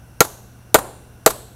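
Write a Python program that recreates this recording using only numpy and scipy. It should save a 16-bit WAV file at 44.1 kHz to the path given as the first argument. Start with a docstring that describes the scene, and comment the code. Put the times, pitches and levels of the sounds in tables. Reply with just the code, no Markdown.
"""A faint distant hum hangs over a lawn. A small sledge hits a screwdriver three times, driving it
through the lid of a steel box. Each blow is a hard steel clack and a short, boot-damped clank of the
box that overload the close microphone. The blade slips further and rings the lid again; then trees
throw back a quick echo and a shimmering tail."""
import sys
import numpy as np
from scipy import signal
from scipy.fft import rfft, irfft
from scipy.io import wavfile
from scipy.ndimage import uniform_filter1d

SR = 44100
rng = np.random.default_rng(int(sys.argv[2]) if len(sys.argv) > 2 else 0)


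def generate_wav(sig):
    """Save sig (samples, or channels by samples) to the path in sys.argv[1] as 16-bit PCM at SR."""
    pcm = np.round(np.clip(np.atleast_2d(sig).T, -1, 1) * 32767).astype(np.int16)
    wavfile.write(sys.argv[1], SR, pcm)


N = 68355
T = np.arange(SR) / SR
SLIP_T60_S, TAIL_RISE_S = 0.021, 0.015


# start_s, steel_db, shank_hz, shank_db, sheen_hz, sheen_db, slip_delay_s, slip_db
BLOWS = [(0.2057, 1.5, 6530, 7.5, 6400, 1, 0.0091, -0.5), (0.744, 0, 7376, 1.5, 9300, 8.5, 0.012, 2.5),
         (1.262, 2.5, 7730, -0.5, 8040, 0.5, 0.014, -1.5)]
# freq_hz, level_db
STEEL_SPECTRUM = [(300, -8.5), (2000, -4.5), (3100, -6.5), (4100, 1), (5200, -9), (7000, 0.5),
                  (10500, -7.5), (12700, 1.5), (14500, -7), (17000, -25.5)]

def screwdriver(shank_hz, shank_db, sheen_hz, sheen_db, slip_s, slip_db):
    """Sledge on steel: a clack, a hand-damped shank ring, the blade rattling and scraping in its hole."""
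    clack = amp(2) * dense_modes(STEEL_SPECTRUM) * fade(t60_s=0.017)
    shank = amp(shank_db - 3) * sine(shank_hz) * fade(t60_s=0.016)
    rattle = amp(-15) * noise(STEEL_SPECTRUM) * fade(t60_s=0.09)
    scrape = amp(slip_db - 19.5) * noise(STEEL_SPECTRUM) * fade(SLIP_T60_S)
    add(rattle, slip_s, scrape)
    return clack + shank + sheen(rattle, sheen_hz, sheen_db)


def sheen(x, centre_hz, lift_db, width_hz=870):
    """Resonant lift of the treble band that a blow rings most."""
    hz = np.fft.rfftfreq(len(x), 1 / SR)
    response = 1 + (amp(lift_db) - 1) / (1 + 1j * (hz - centre_hz) / width_hz)
    return irfft(rfft(x) * response, len(x))


# modes_db, focus_hz, focus_db, second_focus_hz, second_focus_db, clatter_db, clatter_hz, thud_db, thud_hz
CLANKS = [(0, 1378, 10, 440, 4.5, -4.5, 640, 4.5, 162), (5.5, 1370, 3.5, 760, 2, 1.5, 1300, -7.5, 92),
          (3.5, 672, 6, 370, 6, -3, 450, 1.5, 192.6)]
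# pitch_hz, level_db, t60_s
BOX_MODES = [(324.6, -25.5, 0.088), (437.7, -7.5, 0.052), (501.7, -12, 0.062), (583.4, -13, 0.047),
             (645.2, -11, .055), (773, -12.5, .05), (897.6, -16.5, .05), (1003.5, -11.5, 0.04),
             (1181, -17.5, .06), (1375, -10, 0.044), (1857, -24, .06), (2238, -19.5, 0.047)]

def box(clank, slip_s, slip_db, focus_width_hz=70, slip_highpass_hz=620, rise_s=0.002):
    """The lid rings and clatters, again as the blade slips, while the box thuds into the turf."""
    modes_db, focus_hz, focus_db, second_hz, second_db, clatter_db, clatter_hz, thud_db, thud_hz = clank
    slip_envelope = amp(slip_db - 10) * fade(SLIP_T60_S) * rise(rise_s)
    ring = np.zeros(SR)
    for k, (hz, db, t60_s) in enumerate(BOX_MODES):
        db += focus_db * bell(hz - focus_hz, focus_width_hz)
        db += second_db * bell(hz - second_hz, focus_width_hz)
        envelope = fade(t60_s)
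        add(envelope, slip_s, slip_envelope / (1 + (slip_highpass_hz / hz) ** 4))
        ring += (-1) ** k * amp(db) * sine(hz) * envelope
    clatter = lid_clatter(clatter_db, clatter_hz, slip_s, slip_db)
    thud = amp(thud_db - 5.5) * sine(thud_hz) * fade(t60_s=0.025)
    return (amp(modes_db) * ring + clatter + thud) * rise(rise_s)


# freq_hz, level_db
CLATTER_SPECTRUM = [(60, -17.5), (250, -12.5), (450, -0.5), (900, -1), (1450, -4), (2000, -12.5),
                    (3000, -17.5), (6000, -36.5), (16000, -55.5)]

def lid_clatter(level_db, centre_hz, slip_s, slip_db, lift_db=3.5, width_oct=0.31):
    """Crowded lid modes, excited by the blow and by the slip."""
    spectrum = [(hz, db + lift_db * bell(np.log2(hz / centre_hz), width_oct))
                for hz, db in CLATTER_SPECTRUM]
    clatter = amp(level_db) * dense_modes(spectrum) * fade(t60_s=0.053)
    add(clatter, slip_s, amp(slip_db - 9.5) * dense_modes(spectrum) * fade(SLIP_T60_S))
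    return clatter


# low_echo_db, bright_echo_db, low_tail_db, low_tilt_db_per_oct, bright_tail_db, bright_tilt_db_per_oct,
# sheen_db, sheen_width_hz, shank_db
TREE_RETURNS = [(-5, -2, -5, 2, -2, 1.5, -1, 920, -18), (0, 1, 2.5, 1.5, -3, -1.5, 1, 1100, -2),
                (-3.5, 4.5, -3.5, 0, 0.5, -1, 0.5, 610, -12)]
# freq_hz, level_db
LOW_ECHO_SPECTRUM = [(60, -13), (200, -9.5), (300, -3), (500, -9.5), (900, -1.5), (1400, -7.5),
                     (2000, -16.5), (4000, -32.5), (16000, -61.5)]
BRIGHT_ECHO_SPECTRUM = [(500, -6.5), (2500, -8), (4200, 1.5), (5300, -1.5), (7500, 3), (10000, -0.5),
                        (12300, 6.5), (14000, -5), (16000, -18.5)]
# freq_hz, level_db, t60_s
LOW_TAIL_BANDS = [(60, 2, .5), (200, -7.5, .5), (330, -4.5, 0.98), (520, 1, 0.56), (750, 1.5, 0.51),
                  (1050, -0.5, 0.44), (1400, -8, 0.43), (2000, -23.5, 0.67), (8000, -42.5, .4)]
BRIGHT_TAIL_BANDS = [(500, 1.5, .6), (2200, -2.5, 0.43), (3000, -6, 0.74), (4000, -3, 1),
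                     (5200, -1.5, 0.42), (7000, -3.5, .75), (10000, 4.5, 0.42), (12500, 0.5, 0.67),
                     (14000, -6.5, .5), (16000, -8.5, .4)]

def trees(tree_return, shank_hz, sheen_hz, delay_s=0.045, spread_s=0.006):
    """A cluster of echoes from the nearest trunks, then scatter from the wood beyond."""
    (low_echo_db, bright_echo_db, low_tail_db, low_tilt, bright_tail_db, bright_tilt,
     sheen_db, sheen_width_hz, shank_db) = tree_return
    echo = amp(low_echo_db - 22) * dense_modes(LOW_ECHO_SPECTRUM)
    echo += amp(bright_echo_db - 27.5) * noise(BRIGHT_ECHO_SPECTRUM)
    echo *= np.exp(-abs(T - delay_s) / spread_s)
    tail = amp(low_tail_db - 27) * scatter(LOW_TAIL_BANDS, low_tilt)
    tail += amp(bright_tail_db - 32.5) * scatter(BRIGHT_TAIL_BANDS, bright_tilt)
    ring = amp(sheen_db - 40) * scattered_ring(sheen_hz, sheen_width_hz)
    ring += amp(shank_db - 40) * scattered_ring(shank_hz, width_hz=600)
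    return echo + tail + ring


def scatter(bands, tilt_db_per_oct):
    """Diffuse sound that swells, then dies at its own rate in each band."""
    spectrum = [(hz, db + tilt_db_per_oct * np.log2(hz)) for hz, db, _ in bands]
    hz, t, frames = signal.stft(noise(spectrum), SR, nperseg=256)
    frames *= fade(lookup(bands, hz, column=2)[:, None], t)
    _, tail = signal.istft(frames, SR, nperseg=256)
    return tail[:SR] * rise(TAIL_RISE_S)


def scattered_ring(centre_hz, width_hz):
    """A steel ring smeared into a narrow noise band by scattering."""
    hz = np.fft.rfftfreq(SR, 1 / SR)
    band = irfft(rfft(rng.standard_normal(SR)) * bell(hz - centre_hz, width_hz), SR)
    return unit(band) * fade(t60_s=0.65) * rise(TAIL_RISE_S)


# freq_hz, level_db
AIR_SPECTRUM = [(20, -12.5), (60, 3), (130, -6), (200, -5), (280, -9.5), (400, -16), (750, -15.5),
                (1250, -22.5), (1500, -15.5), (1800, -28), (2500, -29.5), (2750, -25), (3100, -32),
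                (5000, -34.5), (5800, -25), (6800, -36), (10000, -29), (15500, -36), (17000, -46)]

def outdoors(hum_hz=118.8, whine_hz=2740, waver_depth=0.008):
    """Quiet air and a distant wavering hum with a thin whine."""
    waver = unit(uniform_filter1d(uniform_filter1d(rng.standard_normal(N), size=3000), size=3000))
    phase_per_hz = 2 * np.pi * np.cumsum(1 + waver_depth * waver) / SR
    air = amp(-48) * noise(AIR_SPECTRUM, size=N)
    hum = amp(-50) * unit(np.sin(hum_hz * phase_per_hz))
    whine = amp(-73.5) * unit(np.sin(whine_hz * phase_per_hz))
    return air + hum + whine


def dense_modes(spectrum, size=1024):
    """Evenly spaced plate modes of random phase under a spectrum."""
    hz = np.fft.rfftfreq(size, 1 / SR)
    modes = amp(lookup(spectrum, hz)) * np.exp(2j * np.pi * rng.random(len(hz)))
    return np.resize(unit(irfft(modes)), SR)


def noise(spectrum, size=SR):
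    """Shaped noise, rms 1."""
    gain = amp(lookup(spectrum, np.fft.rfftfreq(size, 1 / SR)))
    return unit(irfft(rfft(rng.standard_normal(size)) * gain, size))


def lookup(table, hz, column=1):
    """Interpolates a column over log frequency."""
    rows = np.array(table)
    return np.interp(np.log(hz + 1), np.log(rows[:, 0] + 1), rows[:, column])


def amp(db):
    return 10 ** (np.asarray(db) / 20)


def unit(x):
    return x / np.sqrt(np.mean(x ** 2) + 1e-20)


def sine(hz):
    return np.sin(2 * np.pi * hz * T)


def bell(offset, width):
    return np.exp(-(offset / width) ** 2)


def rise(tau_s):
    return 1 - np.exp(-T / tau_s)


def fade(t60_s, t=T):
    return np.exp(-np.log(1000) * t / t60_s)


def add(mix, start_s, sound):
    part = mix[round(start_s * SR):][:len(sound)]
    part += sound[:len(part)]


def scene():
    """Three blows and their echoes over the outdoor background, mono."""
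    mix = outdoors()
    for blow, clank, tree_return in zip(BLOWS, CLANKS, TREE_RETURNS):
        start_s, steel_db, shank_hz, shank_db, sheen_hz, sheen_db, slip_s, slip_db = blow
        steel = screwdriver(shank_hz, shank_db, sheen_hz, sheen_db, slip_s, slip_db)
        add(mix, start_s, amp(steel_db) * steel)
        add(mix, start_s, box(clank, slip_s, slip_db))
        add(mix, start_s, trees(tree_return, shank_hz, sheen_hz))
    return mix[None]


def record(dry, knee=12, gain_db=1, cutoff_hz=15850):
    """Microphone overload with a firm knee, then a low-pass."""
    clipped = dry / (1 + abs(dry) ** knee) ** (1 / knee)
    lowpass = signal.firwin(255, cutoff_hz, window=("kaiser", 8), fs=SR)
    return amp(gain_db) * signal.oaconvolve(clipped, lowpass[None], "same")


dry = scene()
out = record(dry)
generate_wav(out)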